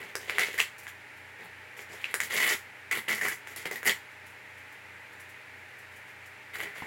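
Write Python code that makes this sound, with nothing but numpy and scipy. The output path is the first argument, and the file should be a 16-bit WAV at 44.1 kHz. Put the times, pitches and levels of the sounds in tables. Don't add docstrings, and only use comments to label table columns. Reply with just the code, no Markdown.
import sys
import numpy as np
from scipy import signal
from scipy.fft import rfft, irfft
from scipy.io import wavfile
from scipy.ndimage import uniform_filter1d

SR = 44100
rng = np.random.default_rng(int(sys.argv[2]) if len(sys.argv) > 2 else 0)


def wav_record(signal):
    frames = np.transpose(np.atleast_2d(signal))
    bounded = np.clip(frames, -1, 1)
    quanta = np.round(bounded * 32767).astype(np.int16)
    wavfile.write(sys.argv[1], SR, quanta)


N = 302526
TIME = np.arange(N) / SR


def undb(db):
    return 10 ** (np.asarray(db) / 20)


def unit(x):
    return x / np.sqrt(np.mean(x ** 2))


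def band(x, lo_hz, hi_hz, order=2):
    edges = [lo_hz, min(hi_hz, .49 * SR)]
    return signal.sosfilt(signal.butter(order, edges, "band", fs=SR, output="sos"), x)


def ring(x, response):
    return signal.fftconvolve(x, response)[:len(x)]


def colour(x, points, size=4096):
    hz, db = np.transpose(points)
    grid = np.maximum(np.arange(size // 2 + 1) * SR / size, 1)
    gain = undb(np.interp(np.log(grid), np.log(hz), db))
    cepstrum = irfft(np.log(gain))
    cepstrum[1:size // 2] *= 2
    cepstrum[size // 2 + 1:] = 0
    return ring(x, irfft(np.exp(rfft(cepstrum))))


def wander(rate):
    hold = int(SR / rate)
    steps = np.repeat(rng.standard_normal(N // hold + 1), hold)[:N]
    return unit(uniform_filter1d(steps, hold))


def fade(t, t60):
    return np.exp(-np.log(1000) * t / t60)


def struck_tone(t, hz, t60, rise):
    envelope = (1 - np.exp(-t / rise)) * fade(t, t60)
    return np.sin(2 * np.pi * hz * t) * envelope / envelope.max()


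def add(out, start, sound):
    i = max(int(start * SR), 0)
    out[i:i + len(sound)] += sound[:max(len(out) - i, 0)]


def hiss_and_hum(hiss_db=-48.5):
    # f/Hz, relative level/dB
    hiss_curve = [(30, -30), (60, -12), (100, -18), (170, -10.5), (330, -9.5), (450, -6), (700, -9.5),
                  (850, -0.5), (1100, -8), (1850, 4), (2300, 2), (3200, -11.5), (5500, -21.5),
                  (16000, -29.5)]
    # f/Hz, rms level/dB
    hum_tones = [(92.4, -67), (89.4, -69), (120, -67.5), (193, -78.5), (295, -75), (406, -72), (487, -74),
                 (616, -69.5)]
    hiss = undb(hiss_db) * unit(colour(rng.standard_normal(N), hiss_curve))
    hiss *= undb(0.11 * wander(rate=15))
    hum = sum(undb(db) * np.sqrt(2) * np.sin(2 * np.pi * (hz * TIME + rng.random()))
              for hz, db in hum_tones)
    return hiss + hum


def effort(length, build_db, grip_s=0.0035, size=22050):
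    t = TIME[:size]
    grip = np.minimum(t / grip_s, 1)
    tension = undb(build_db * (np.minimum(t / length, 1) - .5))
    release = fade(np.maximum(t - length, 0), t60=0.088)
    return grip * tension * release


def fibres(rate, spread_db, clump_db):
    breaks = rng.random(N) < rate / SR
    strength = undb(spread_db * np.minimum(rng.exponential(size=N), 3.5))
    direction = rng.choice([-1, 1], N)
    clumps = undb(clump_db * np.tanh(wander(rate=420)))
    return breaks * strength * direction * clumps


def tearing():
    # t/s, length/s, level/dB, build-up/dB, flap/dB, rasp/dB, crackle/dB
    pulls = [(0.0, .12, -50, -8.5, -6, -8, -11.5), (0.193, 0.087, -54.5, 0, -2.5, 1, -3.5),
             (.28, 0.096, -43, 2, -7, -3.5, -10), (0.386, 0.051, -31.5, -0.5, -11, -4, -10.5),
             (0.446, 0.13, -46.5, -7, -13, -0.5, -9), (0.577, 0.021, -28.5, 6.5, -16, -10, -8.5),
             (.612, 0.046, -56, -3, -12, 12, -16), (0.871, 0.02, -48, 2, -25, -4, -7),
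             (1.386, 0.074, -52.5, 3, -3, -7, -11.5), (1.763, 0.063, -50, 1, -7, -9, -5.5),
             (1.887, 0.072, -50.5, 4, -2.5, -10, -6), (1.973, .14, -49.5, 7, -11, -3, -10),
             (2.209, 0.082, -45, -10, -9, -2.5, -4.5), (2.299, 0.084, -33, 10, -11.5, -5.5, -5.5),
             (2.396, 0.14, -28.5, 2.5, -14.5, -7, -7), (2.913, 0.018, -28.5, 6, -21, -13, -11.5),
             (2.945, 0.048, -40.5, -2, -11, -4, -5), (3.079, 0.059, -30, -2, -13, -9, -10),
             (3.141, 0.049, -43, 11, -13.5, -17, -8.5), (3.209, 0.06, -32, 8.5, -11, -21, -7.5),
             (3.282, 0.048, -39.5, 3, -12, -12, -4.5), (3.466, 0.064, -50, 4, -9, -11, -7.5),
             (3.563, .07, -46.5, -6, -9, -4.5, -6), (3.653, 0.018, -36.5, -4, -8.5, -6, -12.5),
             (3.708, 0.078, -44.5, -10, -6.5, -7, -7.5), (3.847, 0.028, -31.5, 14.5, -11, -10, -3),
             (3.893, 0.021, -34.5, -6, -17, -1.5, -22), (6.533, 0.028, -40, 4, -14, -9, -11),
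             (6.583, 0.053, -41, 4.5, -7.5, -6, -10), (6.654, 0.097, -48.5, -12, -11, -17, -19.5),
             (6.748, 0.13, -46, -2, -10.5, -9.5, -12.5)]
    # f/Hz, relative level/dB
    heard_curve = [(100, -26.5), (170, -8), (260, -14.5), (440, -3), (620, -8), (1000, -10), (1600, -4.5),
                   (2030, 7), (2550, -8), (3200, -8.5), (4100, -16), (7400, -17.5), (10000, -18.5),
                   (15500, -21.5)]
    gains = np.zeros((4, N))
    for start, length, db, build_db, flap_db, rasp_db, crackle_db in pulls:
        pull = undb(db) * effort(length, build_db)
        for gain, share in zip(gains, undb([flap_db, 0, rasp_db, crackle_db])):
            add(gain, start, share * pull)
    breaks = colour(fibres(rate=5000, spread_db=3.5, clump_db=3.5), heard_curve)
    flap = unit(band(breaks, 144, 930, order=3))
    mid = unit(band(breaks, 990, 3010, order=3))
    bundles = colour(fibres(rate=830, spread_db=1.5, clump_db=3), heard_curve)
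    rasp = unit(band(bundles, 2515, 4580, order=3))
    ticks = colour(fibres(rate=97, spread_db=0, clump_db=4), heard_curve)
    edge = unit(breaks) + undb(-4.5) * unit(bundles) + undb(-4) * unit(ticks)
    flicker_db = 2.8
    lower = band(edge, 4400, 7450, order=3) * undb(flicker_db * wander(rate=65))
    upper = band(edge, 9850, 24000, order=3) * undb(flicker_db * wander(rate=90))
    crackle = unit(lower + upper)
    return np.sum(gains * [flap, mid, rasp, crackle], axis=0)


def crack(hz, width, lift_db, spread, size):
    f = np.maximum(np.arange(size // 2 + 1) * SR / size, 1)
    peak = 1 + undb(lift_db) * np.exp(-(np.log(f / hz) / width) ** 2)
    low_cut = 1 / np.sqrt(1 + (2600 / f) ** 4)
    high_cut = 1 / np.sqrt(1 + (f / (2 * hz)) ** 4)
    smear = np.exp(-2j * np.pi * spread * np.sqrt(f * hz))
    click = irfft(peak * low_cut * high_cut * smear)
    return click / np.abs(click).max()


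def snaps(size=2048):
    # t/s, level/dB, ring f/Hz, flap/dB, crack/dB, crack f/Hz, ring time/s
    creases = [(0.0289, -30, 2200, -20, -16, 4370, .005), (0.1533, -19, 1725, -13, -5, 5240, .0033),
               (0.2966, -12, 2170, -23, -20, 4750, 0.0041), (0.3835, -7.5, 1960, -26, -17.5, 9800, 0.0038),
               (0.3938, -17, 2130, -18, -5.5, 6000, 0.01), (.4332, -17.5, 2130, -34, -11.5, 4670, 0.025),
               (.485, -25.5, 2020, -10, -20, 6350, 0.0069), (0.542, -29, 1960, -9.5, -5, 12500, 0.016),
               (0.602, -6, 2670, -34, -15.5, 7100, 0.0048), (0.8681, -25, 1820, -38, -21, 7300, .004),
               (1.7921, -26.5, 2100, -25, -20, 7660, 0.0036), (2.0426, -14, 2600, -46, -23, 3660, 0.0061),
               (2.141, -11, 1900, -21, -9, 9170, .0032), (2.203, -12, 2030, -41, -10.5, 7350, 0.0061),
               (2.912, -18, 2030, -27, -7.5, 7600, 0.021), (2.973, -21.5, 2100, -17, -8.5, 10900, 0.011),
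               (3.0835, -17, 2950, -21, -17, 7200, .0025), (3.2128, -19.5, 1840, -29, -13, 7360, 0.025),
               (3.283, -21, 1720, -33, -5.5, 10860, 0.016), (3.4726, -26, 1980, -27, -15.5, 7130, 0.002),
               (3.561, -32.5, 1910, -22, 3.5, 11000, 0.002),
               (3.6561, -17.5, 2100, -14.5, -18, 4920, 0.0039), (3.712, -26, 2020, -7, -3.5, 14640, .014),
               (3.7572, -28.5, 1910, -26, -1, 14800, .034), (3.83, -22, 1810, -19, -14, 12000, 0.0048),
               (3.879, -13.5, 1990, -17, -9, 7540, .008), (3.8945, -19, 2030, -39, -16, 4660, 0.015),
               (3.8945, -12.5, 3130, -32, -19, 4740, 0.0048), (6.556, -24, 1850, -31, -16, 4700, 0.0028),
               (6.6035, -19.5, 1920, -22, -24, 7500, 0.0033)]
    out, t = np.zeros(N), TIME[:size]
    for start, db, hz, flap_db, crack_db, crack_hz, t60 in creases:
        main_tone = struck_tone(t, hz, t60, rise=0.00016)
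        overtone = undb(-21) * struck_tone(t, 1.42 * hz, t60=0.0025, rise=0.00061)
        mid_ring = band(main_tone + overtone, 710, 4000)
        flap = struck_tone(t, hz=456, t60=0.025, rise=0.00093)
        noise = unit(band(rng.standard_normal(size), 2100, 10300, order=1))
        grit = undb(-13.5) * noise * fade(t, t60=0.038)
        edge = crack(crack_hz, width=0.16, lift_db=5, spread=0.0036, size=size) + grit
        add(out, start, undb(db) * (mid_ring + undb(flap_db) * flap + undb(crack_db) * edge))
    return out


def chewing(size=8192):
    # t/s, level/dB, smack relative to crunch/dB
    bites = [(0.783, -42.5, -8), (0.832, -49, -5), (1.167, -56, -3), (4.111, -61, 0), (4.262, -50, -3),
             (4.3, -57, 0), (4.575, -55, 3), (4.719, -53, 0), (5.125, -56, 0), (5.199, -47.5, 13),
             (5.29, -51, 0), (5.785, -53, 3), (5.92, -59, 0), (5.96, -51.5, 0), (6.078, -55, 0),
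             (6.259, -51.5, 0)]
    out, t = np.zeros(N), TIME[:size]
    envelope = np.minimum(t / .012, 1) * fade(t, t60=0.092)
    for start, db, smack_db in bites:
        grit = rng.standard_normal(size) * rng.exponential(size=size)
        crunch = unit(band(grit, 4000, 15700))
        smack = undb(smack_db) * unit(band(grit, 1750, 1787))
        add(out, start - .004, undb(db) * (crunch + smack) * envelope)
    return out


def tugs(size=8192):
    # t/s, level/dB
    jerks = [(2.441, -44), (2.926, -50), (2.964, -40), (3.092, -41), (3.124, -40), (3.249, -44),
             (3.716, -48), (3.868, -36), (6.628, -54)]
    out, t = np.zeros(N), TIME[:size]
    thrum = (struck_tone(t, hz=333, t60=0.057, rise=0.0012)
             + 0.5 * struck_tone(t, hz=221, t60=0.095, rise=0.0043)
             + 0.28 * struck_tone(t, hz=151, t60=0.077, rise=0.0043))
    for start, db in jerks:
        add(out, start, undb(db) * thrum)
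    return out


def paws(size=4096):
    # t/s, level/dB
    steps = [(6.822, -29.5), (6.842, -52)]
    out, t = np.zeros(N), TIME[:size]
    knock = (struck_tone(t, hz=880, t60=0.013, rise=0.0004)
             + struck_tone(t, hz=255, t60=0.0077, rise=0.00023))
    thud = struck_tone(t, hz=90, t60=0.046, rise=0.002)
    for start, db in steps:
        add(out, start, undb(db) * (1.05 * knock + 0.05 * thud))
    return out


def room(x, tail_db, t60_low, t60_mid, t60_high, size=22050):
    # delay/s, level/dB
    echoes = [(.0027, -20), (.0068, -16), (.0087, -25), (0.0118, -12)]
    t, noise = TIME[:size], rng.standard_normal(size)
    tail = (undb(1) * band(noise, 72, 530) * fade(t, t60_low)
            + band(noise, 850, 2290) * fade(t, t60_mid)
            + band(noise, 4050, 25500) * fade(t, t60_high))
    tail *= np.clip((t - .002) / 0.0059, 0, 1)
    response = undb(tail_db) * tail / np.linalg.norm(tail)
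    response[0] += 1
    for delay, db in echoes:
        add(response, delay, undb([db]))
    return ring(x, response)


def scene():
    sharp = room(snaps() + paws(), tail_db=-1.66, t60_low=0.18, t60_mid=0.21, t60_high=0.21)
    soft = room(tearing() + tugs() + chewing(), tail_db=-4.5, t60_low=0.18, t60_mid=0.23, t60_high=0.23)
    return (sharp + soft + hiss_and_hum())[None]


def record(dry, bottom_hz=55, top_hz=16200):
    # f/Hz, width/Hz, gain/dB
    resonances = [(7220, 440, 3), (10970, 410, 5), (14300, 390, -1.5)]
    shaped = dry + sum((undb(db) - 1) * band(dry, hz - width / 2, hz + width / 2, order=1)
                       for hz, width, db in resonances)
    thin = signal.sosfilt(signal.butter(2, bottom_hz, "high", fs=SR, output="sos"), shaped)
    return signal.sosfilt(signal.ellip(10, .2, 70, top_hz, fs=SR, output="sos"), thin)


dry = scene()
out = record(dry)
wav_record(out)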